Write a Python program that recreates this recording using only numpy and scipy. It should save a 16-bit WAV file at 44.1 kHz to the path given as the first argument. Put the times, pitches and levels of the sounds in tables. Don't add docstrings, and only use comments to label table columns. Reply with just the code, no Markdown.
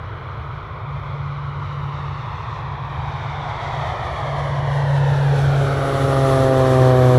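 import sys
import numpy as np
from scipy import signal
from scipy.fft import next_fast_len
from scipy.io import wavfile

SR = 44100
rng = np.random.default_rng(int(sys.argv[2]) if len(sys.argv) > 2 else 0)


def master(y):
    cut = np.clip(np.atleast_2d(y).T, -1, 1)
    pcm = np.round(cut * 32767)
    wavfile.write(sys.argv[1], SR, pcm.astype(np.int16))


def convert_level_to_amplitude(level_db):
    exponent = np.asarray(level_db, float) / 20
    return 10 ** exponent


N = 316638
SECONDS = np.arange(N) / SR


def rms_one(x):
    return x / np.sqrt(np.mean(x ** 2) + 1e-20)


def in_time(rows):
    s, *columns = np.transpose(rows)
    return [np.interp(SECONDS, s, c) for c in columns]


def at_hz(points, hz):
    point_hz, point_db = np.array(points).T
    return np.interp(np.log(hz), np.log(point_hz), point_db)


def drift(rate):
    r = np.exp(-80 * np.pi * rate / SR)
    slow = signal.lfilter([1], [1, -2 * r, r * r], rng.standard_normal(N // 40 + 2002))[2000:]
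    return np.interp(np.arange(N) / 40, np.arange(len(slow)), rms_one(slow))


def bands(low_hz, high_hz):
    count = round(3 * np.log2(high_hz / low_hz))
    edges = np.geomspace(low_hz, high_hz, count + 1)
    white = rng.standard_normal((2, N + SR // 2))
    for k, (low, high) in enumerate(zip(edges, edges[1:])):
        sos = signal.butter(3, [low, high], "band", fs=SR, output="sos")
        band = signal.sosfilt(sos, white[k % 2])
        yield np.sqrt(low * high), band[SR // 2:]


def steady(spectrum):
    low_hz, high_hz = spectrum[0][0], spectrum[-1][0]
    return rms_one(sum(convert_level_to_amplitude(at_hz(spectrum, hz)) * band for hz, band in bands(low_hz, high_hz)))


BLADE_HZ = 128.21
SPEED, GAINING = 40.1, 0.766
LEVEL_S, NEAREST_M = 6.706, 60.66
SOUND_SPEED = 343


def flight():
    sent = np.arange(-2 * SR, N, 100) / SR
    to_go = LEVEL_S - sent
    ahead = SPEED * to_go - GAINING * to_go ** 2 / 2
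    far = np.hypot(ahead, NEAREST_M)
    heard = sent + far / SOUND_SPEED
    doppler_hz = BLADE_HZ / np.gradient(heard, sent)
    return [np.interp(SECONDS, heard, c) for c in (doppler_hz, far, ahead / far)]


RUMBLE_NEAR_DB, RUMBLE_FOLLOWS = -25.5, 0.49
# frequency in Hz, level in dB per Hz.
RUMBLE = [(13, -58), (22, -23), (71, 0), (124, 3), (155, -9.5), (170, -14), (193, -18), (230, -24),
          (300, -47), (510, -120)]


def far_rumble(spread_db):
    return convert_level_to_amplitude(RUMBLE_NEAR_DB + RUMBLE_FOLLOWS * spread_db) * steady(RUMBLE)


LOW_NEAR_DB, GRASS_DB, CLEAR_M, CLEAR_SHARP = -21, -14, 150.5, 14.7
TOP_NEAR_DB, AIR_DB_PER_M = -47.5, -0.0925
POCKET_S = 0.17
# time in seconds, level in dB.
ROAR = [(0, -22), (1.5, -25.5), (2.3, -23.5), (3.6, -23.5), (4.5, -32.5), (5.5, -33.5), (6.4, -34),
        (7.18, -35.5)]
# frequency in Hz, level in dB per Hz.
EXHAUST = [(150, -15), (300, 0), (600, -2), (1200, -1), (2200, -10.5), (4000, -17), (7000, -29),
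           (10000, -35.5), (12500, -40.5), (13500, -54.5), (15500, -46)]
# time in seconds, change of treble in dB.
POCKETS = [
    (.8, -4.5),
    (2.1, 2),
    (2.8, -7.5),
    (3.75, 3.5),
    (4.6, -3.5),
    (6.2, 1),
]


def exhaust(far, spread_db, alongside, gusts):
    roar_db, = in_time(ROAR)
    side_db = LOW_NEAR_DB + spread_db + GRASS_DB / (1 + (CLEAR_M / far) ** CLEAR_SHARP)
    air_db = TOP_NEAR_DB + spread_db + AIR_DB_PER_M * (far - NEAREST_M)
    air_db = air_db + sum(db * np.exp(-((SECONDS - s) / POCKET_S) ** 2) for s, db in POCKETS)
    side = side_db - roar_db + 0.5
    air = air_db - roar_db + 20
    out = 0
    for hz, band in bands(149.4, 15640):
        low_share = 1 / (1 + (hz / 700) ** 0.87)
        high_share = min(hz / 8000, 1.5) ** 1.145
        ground_db = -8 * (1 - 0.89 * alongside) * np.exp(-(np.log(hz / 220) / 0.36) ** 2)
        flutter_db = min(high_share, 1) * (2.4 * gusts + 1.0 * drift(14))
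        band_db = at_hz(EXHAUST, hz) + low_share * side + high_share * air + ground_db + flutter_db
        out = out + convert_level_to_amplitude(band_db) * band
    return convert_level_to_amplitude(roar_db + 15) * signal.sosfilt(signal.butter(6, 13000, fs=SR, output="sos"), out)


def bounce(x, lag_ms, strength, turns, cut_hz):
    margin = 4000
    dull = np.pad(signal.filtfilt(*signal.butter(2, cut_hz, fs=SR), x), margin, "reflect")
    pair = signal.hilbert(dull, next_fast_len(len(dull)))
    at = margin + np.arange(N) - lag_ms * SR / 1000
    late = np.interp(at, np.arange(len(pair)), pair) * np.exp(2j * np.pi * turns)
    return x + np.clip(strength, 0, .95) * late.real


LATE_TURNS, EARLY_TURNS = .3, -.3
# time in seconds, lag of the late echo in ms,
# its strength from 0 to 1, lag of the early echo in ms, its strength from 0 to 1.
ECHOES = [(0, 1.04, 0.32, 0.62, 0), (1.0, 1, 0.39, 0.76, 0.5), (1.6, 1.083, 0.46, 0.66, 0.34),
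          (2.8, 1.314, 0.36, 0.73, 0.45), (3.7, 1.61, 0.25, 0.78, 0.55), (4.6, 2.14, .28, 0.84, 0.65),
          (5.2, 2.49, 0.33, 1.004, 0.53), (5.8, 3.6, 0.04, 1.26, 0.7), (6.4, 3.6, 0.02, 1.42, 0.6),
          (7.18, 3.4, 0, 1.61, 0.45)]


def ground_echoes(roar, alongside):
    late_ms, late, early_ms, early = in_time(ECHOES)
    roar = bounce(roar, late_ms, late, LATE_TURNS, cut_hz=4600)
    roar = bounce(roar, early_ms, early * (1 - alongside), EARLY_TURNS, cut_hz=3600)
    return bounce(roar, early_ms, early * alongside, EARLY_TURNS, cut_hz=2100)


SLAP_SIDE_DB, SLAP_AHEAD_DB, SLAP_BEAM = -17.5, -62, 3.6
# time in seconds, level in dB.
TONE = [(0, -66), (.3, -38.5), (.6, -40), (1.2, -28), (2, -29.5), (2.4, -38.5), (3, -30), (3.4, -31.5),
        (3.6, -37.5), (3.8, -29), (4, -41), (4.3, -27.5), (5, -16), (5.48, -16), (5.84, -24), (6.1, -19),
        (6.5, -19.5), (7.18, -11.5)]
# level in dB of one multiple of the blade rate, from 2 up.
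SLAP_DB = [-9.5, -7.5, -5, -7.5, -12, -24, -23, -20, -25, -28, -30, -32]


def propeller(turns, nose):
    tone_db, = in_time(TONE)
    slap_db = SLAP_SIDE_DB + SLAP_AHEAD_DB * np.abs(nose) ** SLAP_BEAM
    out = convert_level_to_amplitude(tone_db + 3 + .8 * drift(7)) * np.cos(turns + 3.7)
    for k, db in enumerate(SLAP_DB, 2):
        flip = np.pi * (k > 7)
        level = convert_level_to_amplitude(slap_db + 4.8 + db + .15 * k * drift(5))
        out = out + level * np.cos(k * turns + flip + .03 * k * drift(20))
    return out


WHINE_ORDER, UPPER_ORDER = 75.1, 89.1
# time in seconds, compressor whine in dB, upper whine in dB.
WHINES = [(2.88, -95, -100), (2.93, -82, -100), (3.3, -88, -100), (3.7, -76, -98), (4.2, -71, -93),
          (5, -66, -83), (5.5, -64, -71), (6.08, -53, -69), (6.7, -56, -67), (7.0, -63, -60),
          (7.18, -70, -63)]
# level far off in dB, level alongside in dB.
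SIDEBANDS = [(-28, -18), (-21, -16), (-18, -15), (-18, -13), (-26, -13), (-24, -9), (-16, -6), (-2, -5),
             (-5, -5), (-18, -5), (-26, -8), (-30, -14)]


def turbine(turns, alongside, gusts):
    whine_db, upper_db = in_time(WHINES)
    whine_db = whine_db + 7 - 4 * alongside - 12 * (whine_db < -92)
    upper_db = upper_db + 8 + 5 * alongside
    whine_db = np.maximum(whine_db, -100 + 40 * alongside)
    upper_db = np.maximum(upper_db, -110 + 52 * alongside)
    out = 0
    for order, level_db, narrow in ((WHINE_ORDER, whine_db, 1), (UPPER_ORDER, upper_db, 2)):
        for k, (far_db, near_db) in enumerate(SIDEBANDS, -7):
            shape_db = far_db + alongside ** 1.5 * (near_db - far_db)
            line_db = narrow * shape_db + 3 * drift(5) + gusts
            out = out + convert_level_to_amplitude(level_db + line_db) * np.sin((order + k) * turns + .5 * drift(25))
    return out


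def scene():
    blade_hz, far, nose = flight()
    turns = 2 * np.pi * np.cumsum(blade_hz) / SR
    alongside = np.clip((blade_hz.max() - blade_hz) / 6, 0, 1)
    spread_db = -20 * np.log10(far / NEAREST_M)
    gusts = .55 * drift(9)
    rumble = far_rumble(spread_db)
    roar = ground_echoes(exhaust(far, spread_db, alongside, gusts), alongside)
    blades = propeller(turns, nose)
    whine = turbine(turns, alongside, gusts)
    return (roar + blades + whine + rumble)[None]


HISS_DB = -78
# frequency in Hz, width in Hz, level in dB.
MIC = [
    (2630, 1030, -5),
    (3450, 700, 3),
    (4870, 570, -7.5),
    (5380, 810, 2),
]
# frequency in Hz, level in dB per Hz.
HISS = [(5000, -8), (8000, -4), (10500, -5), (12500, 0), (15700, -2)]


def microphone(air):
    air = signal.lfilter(*signal.butter(2, 32, "high", fs=SR), air)
    for hz, width_hz, db in MIC:
        ring = signal.lfilter(*signal.iirpeak(hz, hz / width_hz, fs=SR), air)
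        air = air + (convert_level_to_amplitude(db) - 1) * ring
    return air + convert_level_to_amplitude(HISS_DB + 1.5 * drift(4)) * steady(HISS)


def roll_off(x):
    return signal.sosfilt(signal.butter(12, 15620, fs=SR, output="sos"), x)


def record(dry):
    mix = microphone(dry)
    return roll_off(mix)


dry = scene()
out = record(dry)
master(out)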